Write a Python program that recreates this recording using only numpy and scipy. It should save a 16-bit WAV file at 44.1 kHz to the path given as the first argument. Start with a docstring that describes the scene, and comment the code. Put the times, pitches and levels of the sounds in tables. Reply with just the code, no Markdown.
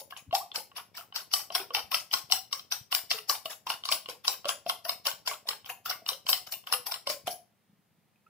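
"""A fork beats eggs in a small hand-held ceramic bowl, five strokes a second, in a hard-walled kitchen.
In each stroke the tines splash in, tear the egg into spray (noise grains), slosh it, trap air (gliding
decaying tones) and scrape the glaze; they tap the wall, whose egg-damped modes ring briefly.
The walls answer with decaying noise. The beating stops, the egg slides out almost silently, and faint
bumps and bubbles are left over the room air."""
import sys
import numpy as np
from scipy import signal
from scipy.fft import rfft, irfft, next_fast_len
from scipy.io import wavfile
from scipy.ndimage import uniform_filter1d, map_coordinates

SR = 44100
rng = np.random.default_rng(int(sys.argv[2]) if len(sys.argv) > 2 else 0)


def write(x):
    x = np.atleast_2d(x).T
    wavfile.write(sys.argv[1], SR, np.round(np.clip(x, -1, 1) * 32767).astype(np.int16))

N = 365588  # length in samples


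def amp(db):
    """Level: a gain is ten to the power of dB over twenty."""
    return 10 ** (np.asarray(db) / 20)


def unit(x):
    """Normalisation: scale to rms 1."""
    return x / np.sqrt(np.mean(x ** 2) + 1e-20)


def along(points, hz):
    """Interpolation on a logarithmic frequency axis of (f/Hz, value) points."""
    f, v = np.transpose(points)
    return np.interp(np.log(hz + 1), np.log(f + 1), v)


def filtered(x, response):
    """Linear filtering: the spectrum is multiplied by a response of frequency."""
    n = x.shape[-1]
    padded = next_fast_len(n + 8192)
    return irfft(rfft(x, padded) * response(np.fft.rfftfreq(padded, 1 / SR)), padded)[..., :n]


def add(track, s, sound):
    """Superposition: mix a sound into a track from time s."""
    start = max(round(s * SR), 0)
    part = track[..., start:start + sound.shape[-1]]
    part += sound[..., :part.shape[-1]]


# Main source: whisking

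# Beating strokes: plunge t/s, sweep to the wall/s, drag after it/s, touch of the tines level/dB,
# entry splash level/dB, egg spray level/dB, tine scrape level/dB, slosh level/dB
STROKE_TABLE = [ (0, 0.0013, .015, -63, -50, -44, -47.5, -51.5),
                (0.1074, 0.066, .03, -36, -50.5, -49.5, -55, -49.5),
                (0.3264, .023, .04, -24, -62, -31.5, -37, -37),
                (0.546, 0.012, 0.048, -34, -44.5, -35.5, -38, -38.5),
                (0.757, 0.014, 0.031, -58, -60.5, -41.5, -45.5, -38),
                (0.9506, 0.023, 0.049, -51, -50, -41, -44.5, -41),
                (1.145, 0.015, 0.057, -58, -56, -37, -31.5, -38.5),
                (1.3159, 0.022, 0.081, -39, -53, -27.5, -22.5, -34.5),
                (1.5229, 0.031, 0.076, -40, -51.5, -34, -31, -32),
                (1.736, 0.014, 0.055, -52, -53.5, -34.5, -27.5, -31),
                (1.917, .026, 0.067, -22, -36, -31, -25, -36),
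                (2.1114, 0.022, 0.058, -42, -57.5, -32, -28.5, -34.5),
                (2.2995, .022, 0.051, -34, -55.5, -30.5, -32, -37),
                (2.514, 0.016, 0.062, -60, -62.5, -38.5, -38, -40),
                (2.712, 0.0087, 0.048, -55, -53, -34.5, -34, -38),
                (2.92, 0.027, 0.046, -33, -32, -32.5, -33, -34.5),
                (3.1, 0.011, 0.079, -59, -53, -35.5, -26.5, -36),
                (3.284, 0.014, 0.064, -54, -52, -30.5, -27, -35.5),
                (3.457, 0.05, .03, -22.5, -40, -35.5, -44, -40),
                (3.669, .031, .04, -25, -45.5, -35.5, -32.5, -31.5),
                (3.8527, 0.066, 0.029, -21.5, -46.5, -27, -27.5, -33),
                (4.0869, 0.011, 0.044, -26.5, -52, -45.5, -43.5, -42.5),
                (4.25, .028, 0.069, -27, -39, -31, -31, -36), (4.454, 0.034, .03, -20, -50, -33, -38, -30),
                (4.6636, 0.032, 0.011, -29.5, -55, -32.5, -32.5, -36),
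                (4.8516, .039, .04, -32.5, -37, -33.5, -38, -36.5),
                (5.054, 0.014, .045, -25, -39, -31, -33.5, -31.5),
                (5.2626, 0.017, 0.063, -35, -39, -33, -35.5, -33.5),
                (5.472, .016, .05, -62, -50.5, -34.5, -46, -34.5),
                (5.6593, .038, .02, -35, -46, -40, -53, -38.5),
                (5.8592, .041, 0.03, -30, -35.5, -31, -31.5, -30),
                (6.0621, .025, .05, -26, -56, -34, -39, -34.5),
                (6.2652, 0.028, 0.086, -24.5, -48, -26.5, -28, -33.5),
                (6.4713, 0.053, 0.016, -36, -44, -38, -42.5, -42),
                (6.6709, 0.058, 0.015, -27, -49.5, -25.5, -33.5, -29.5),
                (6.8684, 0.049, 0.045, -34, -29.5, -38.5, -38.5, -37),
                (7.0694, .028, .04, -23, -43, -32, -29, -37.5),
                (7.272, 0.041, .02, -37, -33, -38.5, -42, -49)]
WAKE_DB_PER_S = 121  # the wake fades as the fork slows past the wall
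SPLASH_S = .008  # time constant of the splash as the tines enter


def stroke_gain(release, order, skim=.004, entry_db=0, sweep_db=-20, wake_db=-11,
                rise=.004, fall=.012, flutter_db=10.5):
    """Amplitude envelope: each stroke skims, splashes in, sweeps, surges at the wall and drags a wake.

    order is the column of STROKE_TABLE that sets the level; skim, rise, fall and release are in s."""
    gain = np.zeros(N)
    for stroke in STROKE_TABLE:
        s, sweep, drag, _, splash_db = stroke[:5]
        start = max(s - .04, 0)
        t = np.arange(SR // 3) / SR + start - s  # zero at the plunge
        past = t - sweep  # zero at the wall
        splash = amp(splash_db + entry_db) * np.exp(-np.maximum(t, 0) / SPLASH_S)
        surge = np.exp(-np.abs(past) / np.where(past < 0, rise, fall))
        flow = amp(np.where(past < 0, sweep_db, wake_db - WAKE_DB_PER_S * past))
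        motion = amp(stroke[order]) * np.maximum(surge, flow)
        # the fork lifts once the drag is over
        immersed = np.exp(np.minimum(t, 0) / skim - np.maximum(past - drag, 0) / release)
        add(gain, start, immersed * (splash + motion))
    return gain * amp(flutter_db * wobble(rate=220))


def wobble(rate):
    """Random modulation: a curve joining random knots, rate knots a second."""
    knots = rng.standard_normal(4096)
    return map_coordinates(knots, [np.arange(N) * rate / SR], order=1, mode="wrap")


# Relative spectra of egg spray, tine scrape and slosh: f/Hz, level/dB (per Hz)
SPRAY_SPECTRUM = [(2000, -38.5), (4500, -10.5), (6300, 1.5), (7200, -3.5), (8000, -4.5), (9500, -4.5),
                  (10800, 4), (12700, -2.5), (14500, 7), (15500, -3)]
SCRAPE_SPECTRUM = [(2000, -48), (3500, -24.5), (4300, -11.5), (4720, -1), (5050, -6), (5600, 0),
                   (6100, -21.5), (6900, -35), (10000, -35)]
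SLOSH_SPECTRUM = [(60, -29.5), (300, -18), (480, -9), (750, 1.5), (1150, 1), (1450, -1), (1850, -5),
                  (2450, 3), (2950, -3.5), (3500, 2), (4200, -6.5), (6000, -39.5), (12000, -62)]


def whisking(grip_db=-26):
    """Flow and friction noise: films tear into spray, tines stick and slip, the liquid sloshes and bubbles."""
    burst = stroke_gain(release=.005, order=5, skim=0.0035, entry_db=-3.5, sweep_db=-31, wake_db=-9,
                        rise=0.0055, fall=0.012, flutter_db=1.5)
    spray_grains = grains(SPRAY_SPECTRUM, rate=6400, smooth=0.73)
    spray = amp(1.5) * burst * patchy(spray_grains, depth_db=5.0, width_hz=1100, length=.03)

    # wet tines can grip the glaze only so hard before they slide
    press = stroke_gain(release=0.0046, order=6, skim=0.0036, entry_db=-8, sweep_db=-24, wake_db=-16,
                        rise=0.0057, fall=0.013, flutter_db=3.5)
    drag = press / np.sqrt(1 + (press / amp(grip_db)) ** 2)
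    scrape_grains = grains(SCRAPE_SPECTRUM, rate=2800, smooth=0.79)
    scrape = amp(1.5) * drag * patchy(scrape_grains, depth_db=0, width_hz=362)

    stir = stroke_gain(release=.005, order=7, skim=0.0038, entry_db=-4.5, sweep_db=-19.5, wake_db=-8,
                       rise=0.0042, fall=0.011, flutter_db=3)
    slosh_grains = grains(SLOSH_SPECTRUM, rate=700, smooth=.5)
    slosh = amp(-3) * stir * patchy(slosh_grains, depth_db=6.0, width_hz=220, length=.025)
    fizz = blips(stir)

    # larger bubbles follow just behind the tines
    gurgle = blips(np.roll(stir, SR // 80), rate=130, low_hz=376.0, high_hz=1590, cycles=9.6,
                   rise=.1, scatter_db=1.0)
    return spray + scrape + slosh + amp(-0.5) * fizz + amp(-8.5) * gurgle


def grains(spectrum, rate, smooth):
    """Shot noise: random clicks, rate a second, on a share of smooth noise; coloured stereo of rms 1."""
    clicks = unit((rng.random(N) < rate / SR) * rng.standard_normal((2, N)))
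    mix = ports(clicks + smooth * rng.standard_normal((2, N)))
    return unit(filtered(mix, lambda hz: amp(along(spectrum, hz))))


# Left-right likeness of diffuse sound: f/Hz, correlation (0 unrelated, 1 identical)
LIKENESS = [(60, 0.48), (400, 0.69), (800, 0.74), (1400, 0), (2200, 0.97), (5000, 0)]


def ports(pair):
    """Interchannel coherence: two unrelated signals become left and right, as alike as each band asks."""
    def turn(hz):
        return np.arccos(np.clip(along(LIKENESS, hz), -1, 1)) / 2
    mid, side = filtered(pair, lambda hz: np.array([np.cos(turn(hz)), np.sin(turn(hz))]))
    return np.array([mid + side, mid - side])


def patchy(pair, depth_db, width_hz=600, length=.05):
    """Time-varying filtering: the egg's surface changes shape, so its colour drifts in patches (Hz by s)."""
    z = signal.stft(pair, nperseg=512)[2]
    bands, frames = np.indices(z.shape[1:])
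    place = [bands * SR / 512 / width_hz, frames * 256 / SR / length]
    field = map_coordinates(rng.standard_normal((128, 512)), place, order=1, mode="wrap")
    return unit(signal.istft(z * amp(depth_db * unit(field)))[1][:, :N])


def blips(gain, rate=420, low_hz=420, high_hz=4200, cycles=6.3, rise=.12, scatter_db=4):
    """Bubble resonance: small bubbles burst through the slosh as damped tones that bend upwards."""
    u = rng.random((int(rate * N / SR), 4))
    start = (u[:, 0] * (N - 1)).astype(int)
    hz = low_hz * (high_hz / low_hz) ** u[:, 1:2]
    life = cycles * (.5 + u[:, 2:3]) / hz
    # most are weak, a few stand out
    scatter = scatter_db * np.log(np.maximum(u[:, 3:], .08))
    size = amp(along(SLOSH_SPECTRUM, hz) - scatter) * np.sqrt(hz / life)
    # the whole swarm is brought to about rms 1 before the stroke shapes it
    size = size / np.sqrt(np.sum(size ** 2 * life) * SR / (4 * N)) * gain[start, None]
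    t = np.arange(SR // 25) / SR
    turns = hz * (t + rise * (t - life * (1 - np.exp(-t / life))))
    waves = size * np.exp(-t / life) * (1 - np.exp(-2 * hz * t)) * np.sin(2 * np.pi * turns)
    index = start[:, None] + np.arange(len(t))
    # each bubble reaches the right up to seven samples late
    lag = rng.integers(0, 8, (len(start), 1))
    return np.array([np.bincount((index + d).ravel(), waves.ravel(), N)[:N] for d in (0, lag)])


# Fork on the wall: t/s, level/dB, knock of the body level/dB, centre of the clink f/Hz
TAP_TABLE = [(0.1223, -39.5, 5.5, 2300), (0.1641, -33.5, -8.5, 2970), (.3087, -37, -4.5, 2850),
             (0.35, -11.5, -16, 5450), (.515, -32, -14, 3600), (0.5577, -16, -36, 5370),
             (.715, -46.5, -2, 2390), (0.7655, -30, -11, 3100), (1.1234, -38.5, -2, 3120),
             (1.1592, -16.5, -23.5, 5200), (1.3364, -7.5, -15, 5600), (1.502, -29.5, -4.5, 3100),
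             (1.5498, -9.5, -13.5, 5600), (1.7047, -35, 2, 2940), (1.748, -13.5, -14.5, 2770),
             (1.782, -26.5, -7, 2390), (1.944, -9, -17.5, 2700), (2.137, -9, -14.5, 5000),
             (2.3121, -19, -26.5, 5560), (2.3213, -5.5, -16.5, 5160), (2.5267, -17, -19.5, 5200),
             (2.594, -28.5, -14.5, 4800), (2.7214, -12.5, -20, 4900), (2.9248, -12.5, -14.5, 3040),
             (2.9482, -7.5, -24, 5240), (3.1043, -19, -19, 4900), (3.113, -9.5, -17.5, 3280),
             (3.1861, -27, -13.5, 3060), (3.2952, -9.5, -31.5, 5570), (3.7008, -17, -6, 3040),
             (3.836, -26.5, -14, 2930), (3.8877, -14.5, -22, 4500), (3.922, -8, -16.5, 3850),
             (4.0579, -30, -10.5, 2730), (4.279, -8, -14, 5500), (4.444, -35, 2, 3050),
             (4.4904, -15, -7, 2500), (4.696, -14, -7, 2900), (4.8926, -13, -9, 4900),
             (5.0605, -23, -8, 3170), (5.068, -13, -19, 4940), (5.274, -16.5, -11, 3620),
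             (5.313, -32, -3.5, 3046), (5.4872, -14.5, -18, 5070), (5.6443, -38, -13, 2750),
             (5.6986, -34, 2, 2000), (5.899, -20.5, -27, 4680), (5.9101, -25, -8, 5640),
             (6.0883, -11.5, -16.5, 5200), (6.13, -26.5, -25, 2960), (6.2891, -16, -7.5, 3100),
             (6.329, -8, -16.5, 4630), (6.521, -23, -17.5, 5600), (6.538, -27, -39, 3270),
             (6.638, -49, -2.5, 2700), (6.7237, -11, -12.5, 5570), (6.7355, -13, -18, 3140),
             (6.9197, -18, -9, 5680), (6.9401, -21.5, -13, 5540), (7.072, -17.5, -10, 5400),
             (7.0993, -17, -14.5, 5410), (7.2779, -20, -33, 2980)]
# Modes of the egg-filled bowl with the fork against it: f/Hz, level/dB, t60/s
BOWL_MODES = [(728, -8, 0.039), (1089, 2, 0.033), (1383, 0, 0.017), (2097, -8, 0.014), (2804, 2, 0.014),
              (3069, 0.5, 0.019), (3650, -6, 0.019), (4202, -3, 0.022), (4620, -0.5, 0.01),
              (5277, -1.5, 0.019), (5620, -5.5, 0.028), (7740, -7.5, 0.011), (8760, -14.5, 0.039),
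              (11500, -14, 0.02), (14650, -5.5, 0.011)]
# the entering tines touch the bottom through the egg: dull, with much body
TOUCH_KNOCK_DB, TOUCH_HZ = -10, 2880
TOUCH_SCATTER_OCTAVES = 0.22  # the tines never enter at quite the same spot
TINE_GAP_S, TINE_DB = 0.0026, -11.5  # a second tine lands about this long after the first, weaker


def taps(body_hz=1800, spread_octaves=.8, scatter_db=1.5, crack_db=-11, crack_t60=0.0064,
         port_lag=.00012, firm_db=-19, soft_hz=4200, knock_rise=0.0011):
    """Modal excitation: each contact rings the bowl's modes; its place and force set the brightness."""
    out, t = np.zeros((2, N)), np.arange(SR // 25) / SR
    hz, mode_db, t60 = np.transpose(BOWL_MODES)
    body = hz < body_hz
    touches = [(s, touch_db, TOUCH_KNOCK_DB, TOUCH_HZ * 2 ** (TOUCH_SCATTER_OCTAVES * rng.normal()))
               for s, _, _, touch_db, *_ in STROKE_TABLE]
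    for s, db, knock_db, centre_hz in TAP_TABLE + touches + tine_ticks():
        size, detune, phase, skew = rng.standard_normal((4, len(hz)))
        # a light touch is cushioned by the egg: slower attack, no top
        firm = min(amp(db - firm_db), 1) ** 1.2
        cushion = firm + (1 - firm) / (1 + (hz / max(soft_hz, centre_hz)) ** 8)
        near = np.exp(-(np.log2(hz / centre_hz) / spread_octaves) ** 2)
        focus = np.maximum(near, .35) * cushion
        gain = amp(mode_db + scatter_db * size) * np.where(body, 1, focus)
        # high modes reach the two microphone ports in unrelated phases
        lag = np.array([[1], [-1]]) * (port_lag + .00005 * skew) / 2
        mode_hz = (hz * (1 + 0.029 * detune))[:, None]
        angle = 2 * np.pi * (mode_hz * (t - lag[..., None]) + phase[:, None])
        rings = gain[:, None] * amp(-60 * t / t60[:, None]) * np.sin(angle)
        crack = firm * amp(crack_db - 60 * t / crack_t60) * rng.standard_normal((2, len(t)))
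        attack = 1 - np.exp(-(t / (0.00053 + 0.00026 * (1 - firm))) ** 2)
        clink = (rings[:, ~body].sum(1) + crack) * attack
        knock = rings[:, body].sum(1) * (1 - np.exp(-(t / knock_rise) ** 2))
        tap = amp(1.5) * clink / np.abs(clink).max() + amp(knock_db + 1.5) * knock / np.abs(knock).max()
        add(out, s + .0006, amp(db) * tap)
        second_tine_s = 0.00056 + TINE_GAP_S * (.5 + rng.random())
        add(out, s + second_tine_s, amp(db + TINE_DB) * tap)
    return out


# ticks along the glaze: level over the slosh, knock of the body, centre of the clink
TICK_DB, TICK_KNOCK_DB, TICK_HZ = 0, -9, 3400


def tine_ticks(count=2, scatter_db=3, spread_octaves=.4):
    """Intermittent contact: dragging past the wall, the tines tick on the glaze, each time in another colour."""
    ticks = []
    for s, sweep, drag, *_, slosh_db in STROKE_TABLE:
        when = rng.random(count)
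        sizes, colours = rng.standard_normal((2, count))
        for u, size, colour in zip(when, sizes, colours):
            tick_db = slosh_db + TICK_DB + scatter_db * size
            centre_hz = TICK_HZ * 2 ** (spread_octaves * colour)
            ticks.append((s + sweep + drag * u, tick_db, TICK_KNOCK_DB, centre_hz))
    return ticks


# Larger air pockets in the egg: t/s, f/Hz, level/dB, swell/s, glide/(octaves per s)
BUBBLE_TABLE = [(.014, 542, -45.5, 0.0022, 7.5), (.125, 1550, -40.5, 0.0059, 11),
                (.265, 263, -59, 0.013, 1), (.328, 637.4, -17.5, .014, 16), (.398, 925, -36.5, 0.017, 14),
                (.516, 3430, -34, .002, 3), (.579, 492, -44, 0.0018, 3.5), (1.01, 1303, -40.5, 0.0012, 5),
                (1.503, 650, -37.5, .005, 6), (1.55, 684, -33.5, .011, 5.5),
                (1.601, 399.5, -42.5, 0.0029, -5.5), (1.705, 487, -45.5, 0.0037, 8.5),
                (1.749, 884, -30, 0.0013, -3), (1.772, 793, -30.5, .001, 0.5),
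                (1.922, 1059, -29.5, 0.0059, 2.5), (1.942, 1292, -28, 0.005, 2.5),
                (2.1129, 3100, -28, .001, -3), (2.14, 1095, -28, .006, -1.5),
                (2.302, 721, -37.5, 0.0068, -1), (2.323, 754, -31, 0.012, 2),
                (2.528, 1164, -32.5, 0.0063, -8.5), (2.924, 1085, -34, 0.0046, 9.5),
                (3.142, 467, -41.5, 0.0049, -6.5), (3.297, 1120, -22.5, 0.0019, 5),
                (3.32, 1107, -32.5, 0.0084, -7), (3.456, 673, -35.5, 0.0012, -8),
                (3.668, 975, -26.5, 0.0024, 10), (3.721, 1116, -37, .001, 1.5),
                (3.89, 1086, -25, 0.003, 11.5), (4.087, 475, -39, 0.0019, 6.5),
                (4.455, 606, -28, 0.0013, -8), (4.663, 659, -28, 0.0029, 8),
                (4.853, 649, -33.5, 0.0095, 5.5), (5.07, 565, -39, 0.0046, -1),
                (5.313, 1126, -29.5, 0.0008, -2.5), (5.315, 580, -44, .002, 5.5),
                (5.456, 682, -47.5, 0.0028, 0), (5.698, 742, -41.5, 0.0083, 2.5),
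                (5.859, 1346, -28, 0.00085, 3), (5.91, 1414, -29.5, 0.00089, 1),
                (6.019, 658, -49.5, 0.001, 6), (6.119, 521, -44, 0.0029, 6.5),
                (6.329, 736, -32.5, 0.0035, 2), (6.705, 466, -39.5, 0.043, 2.5),
                (6.727, 1482, -24.5, 0.0005, -17), (7.072, 586, -31.5, 0.0018, -5),
                (7.1, 591, -30.5, .002, -4), (7.277, 701.5, -23, 0.0009, 2.5),
                (8.158, 2470, -64, .002, 5.5), (8.264, 1275, -54.5, 0.0052, 8),
                (8.266, 2580, -63, 0.0022, 1.5)]
BUBBLE_CYCLES = 6  # a bubble fades to about a third in this many cycles of its first pitch


def bubbles():
    """Bubble resonance: trapped air rings at a pitch that glides, mostly up as it nears the surface."""
    out, t = np.zeros(N), np.arange(SR // 8) / SR
    for s, hz, db, swell, glide in BUBBLE_TABLE:
        life = BUBBLE_CYCLES / hz
        pitch = hz * 2 ** (glide * np.minimum(t, .035))
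        shape = np.exp(-np.abs(t - swell) / life) * (1 - np.exp(-t / 0.00017))
        add(out, s, amp(db) * shape * np.sin(2 * np.pi * np.cumsum(pitch) / SR))
    return np.array([out, out])


# Dull bumps of the hand and bowl: t/s, level/dB, f/Hz
BUMP_TABLE = [(0.278, -48, 113), (0.289, -41.5, 111), (1.771, -55, 96), (1.84, -52, 90), (2.147, -56, 130),
              (2.24, -53, 134), (2.81, -48, 124), (7.247, -49.5, 128), (7.695, -58.5, 191),
              (7.729, -58, 193), (7.79, -60.5, 190.6), (7.91, -64.5, 150), (7.983, -60.5, 186.4),
              (8.055, -65, 200)]


def bumps(life=0.0038):
    """Heavy damping: soft, low pushes that barely ring."""
    out, t = np.zeros(N), np.arange(SR // 10) / SR
    for s, db, hz in BUMP_TABLE:
        push = t / life * np.exp(1 - t / life)
        add(out, s, amp(db) * push * np.sin(2 * np.pi * hz * t))
    return np.array([out, out])


# Decay of the kitchen's reverberation: f/Hz, t60/s
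KITCHEN_DECAY = [(200, 0.36), (480, 0.3), (760, 0.3), (1400, 0.24), (3500, 0.26), (5500, .27),
                 (10000, 0.22), (15000, 0.21)]


def kitchen(x, gap=0.0011, build=0.0011):
    """Reverberation: the walls answer with decaying noise; the tail changes as the bowl and hand move."""
    out, block = np.zeros((2, N)), SR // 5
    for start in range(0, N, block):
        hz, t, z = signal.stft(rng.standard_normal((2, SR // 2)), SR, nperseg=256)
        decay = amp(-60 * t / along(KITCHEN_DECAY, hz)[:, None])
        tail = signal.istft(z * decay, SR)[1]
        arrival = 1 - np.exp(-np.maximum(np.arange(tail.shape[1]) / SR - gap, 0) / build)
        tail = ports(tail) * arrival
        tail = tail / np.linalg.norm(tail[0])
        # the left port alone feeds the room
        add(out, start / SR, signal.fftconvolve(x[:1, start:start + block], tail, axes=1))
    return out


# Relative spectrum of the room air: f/Hz, level/dB (per Hz)
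AIR_SPECTRUM = [(15, -81.5), (25, -48), (69, -27.5), (113, -10), (140, -15), (204, -10), (227, -13.5),
                (253, -23), (305, -22), (1200, -27), (2230, -29.5), (7300, -38), (15500, -34.5)]


def background():
    """Stationary and modulated noise: quiet room air, and a rumble of the arm that swells with each stroke."""
    air = unit(filtered(ports(rng.standard_normal((2, N))), lambda hz: amp(along(AIR_SPECTRUM, hz))))
    arm_spectrum = [(25, -33.0), (55, -18), (90, 0.5), (130, -2.5), (260, -8.0), (600, -8.5), (3000, -75.5)]
    arm = grains(arm_spectrum, rate=69, smooth=0.24)
    strokes = uniform_filter1d(stroke_gain(release=.03, order=7), SR // 8)
    effort = unit(np.abs(strokes) ** 0.16)
    return amp(-71.5) * air + amp(-72) * effort * arm * amp([[2.5], [-2.5]])


# Strength of the walls' answer: f/Hz, level/dB
WALL_TONE = [(200, 1.5), (600, -0.5), (1100, -5), (1900, 0.5), (2400, -2), (2900, -4), (3600, -3.5),
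             (4700, -2.5), (5600, -3), (7000, 5.5), (15000, 6)]
# Drift of the bowl from side to side: t/s, left minus right level/dB
BOWL_DRIFT = [(0, 0.5), (.7, 0), (2.3, 1), (3.5, 0.5), (5.3, 0), (6.3, 0), (7.3, 0)]
# Level difference of the ports: f/Hz, left minus right level/dB
PORT_LEVEL = [(100, 6), (350, -2.5), (750, 2), (1200, -1), (2800, 2.5), (5000, 3), (8000, 7.5), (15000, 4)]
# Extra phase lag of the left port behind the right: f/Hz, phase/rad
PORT_PHASE = [(950, 0.063), (1200, 0.73), (1700, 0.013), (2600, -0.66), (4000, 0.16)]


def scene():
    """Direct and reverberant field: the bowl, a little to the left and close by, in a lively room."""
    wet, clinks, plops = whisking(), taps(), bubbles()
    to_walls = amp(-6) * wet + amp(-7.0) * clinks + amp(-3.5) * plops
    room = filtered(kitchen(to_walls), lambda hz: amp(along(WALL_TONE, hz)))
    drift_db = np.interp(np.arange(N) / SR, *np.transpose(BOWL_DRIFT))
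    sides = np.array([[.5], [-.5]])  # each port takes half of a difference
    bowl = wet + amp(-1.56) * clinks + amp(0.5) * plops + bumps() + room
    bowl = bowl * amp(sides * drift_db)

    def port_response(hz):
        return amp(sides * along(PORT_LEVEL, hz)) * np.exp(-1j * sides * along(PORT_PHASE, hz))
    return filtered(bowl, port_response) + background()


TOP_HZ = 15650  # band limit


def record(dry, low_cut_hz=55):
    """Band limiting: the microphone rolls off the deep bass, the recorder all above its band limit."""
    thin = filtered(dry, lambda hz: hz ** 2 / np.sqrt(hz ** 4 + low_cut_hz ** 4))
    return filtered(thin, lambda hz: 1 / np.sqrt(1 + (hz / TOP_HZ) ** 240))


dry = scene()
out = record(dry)
write(out)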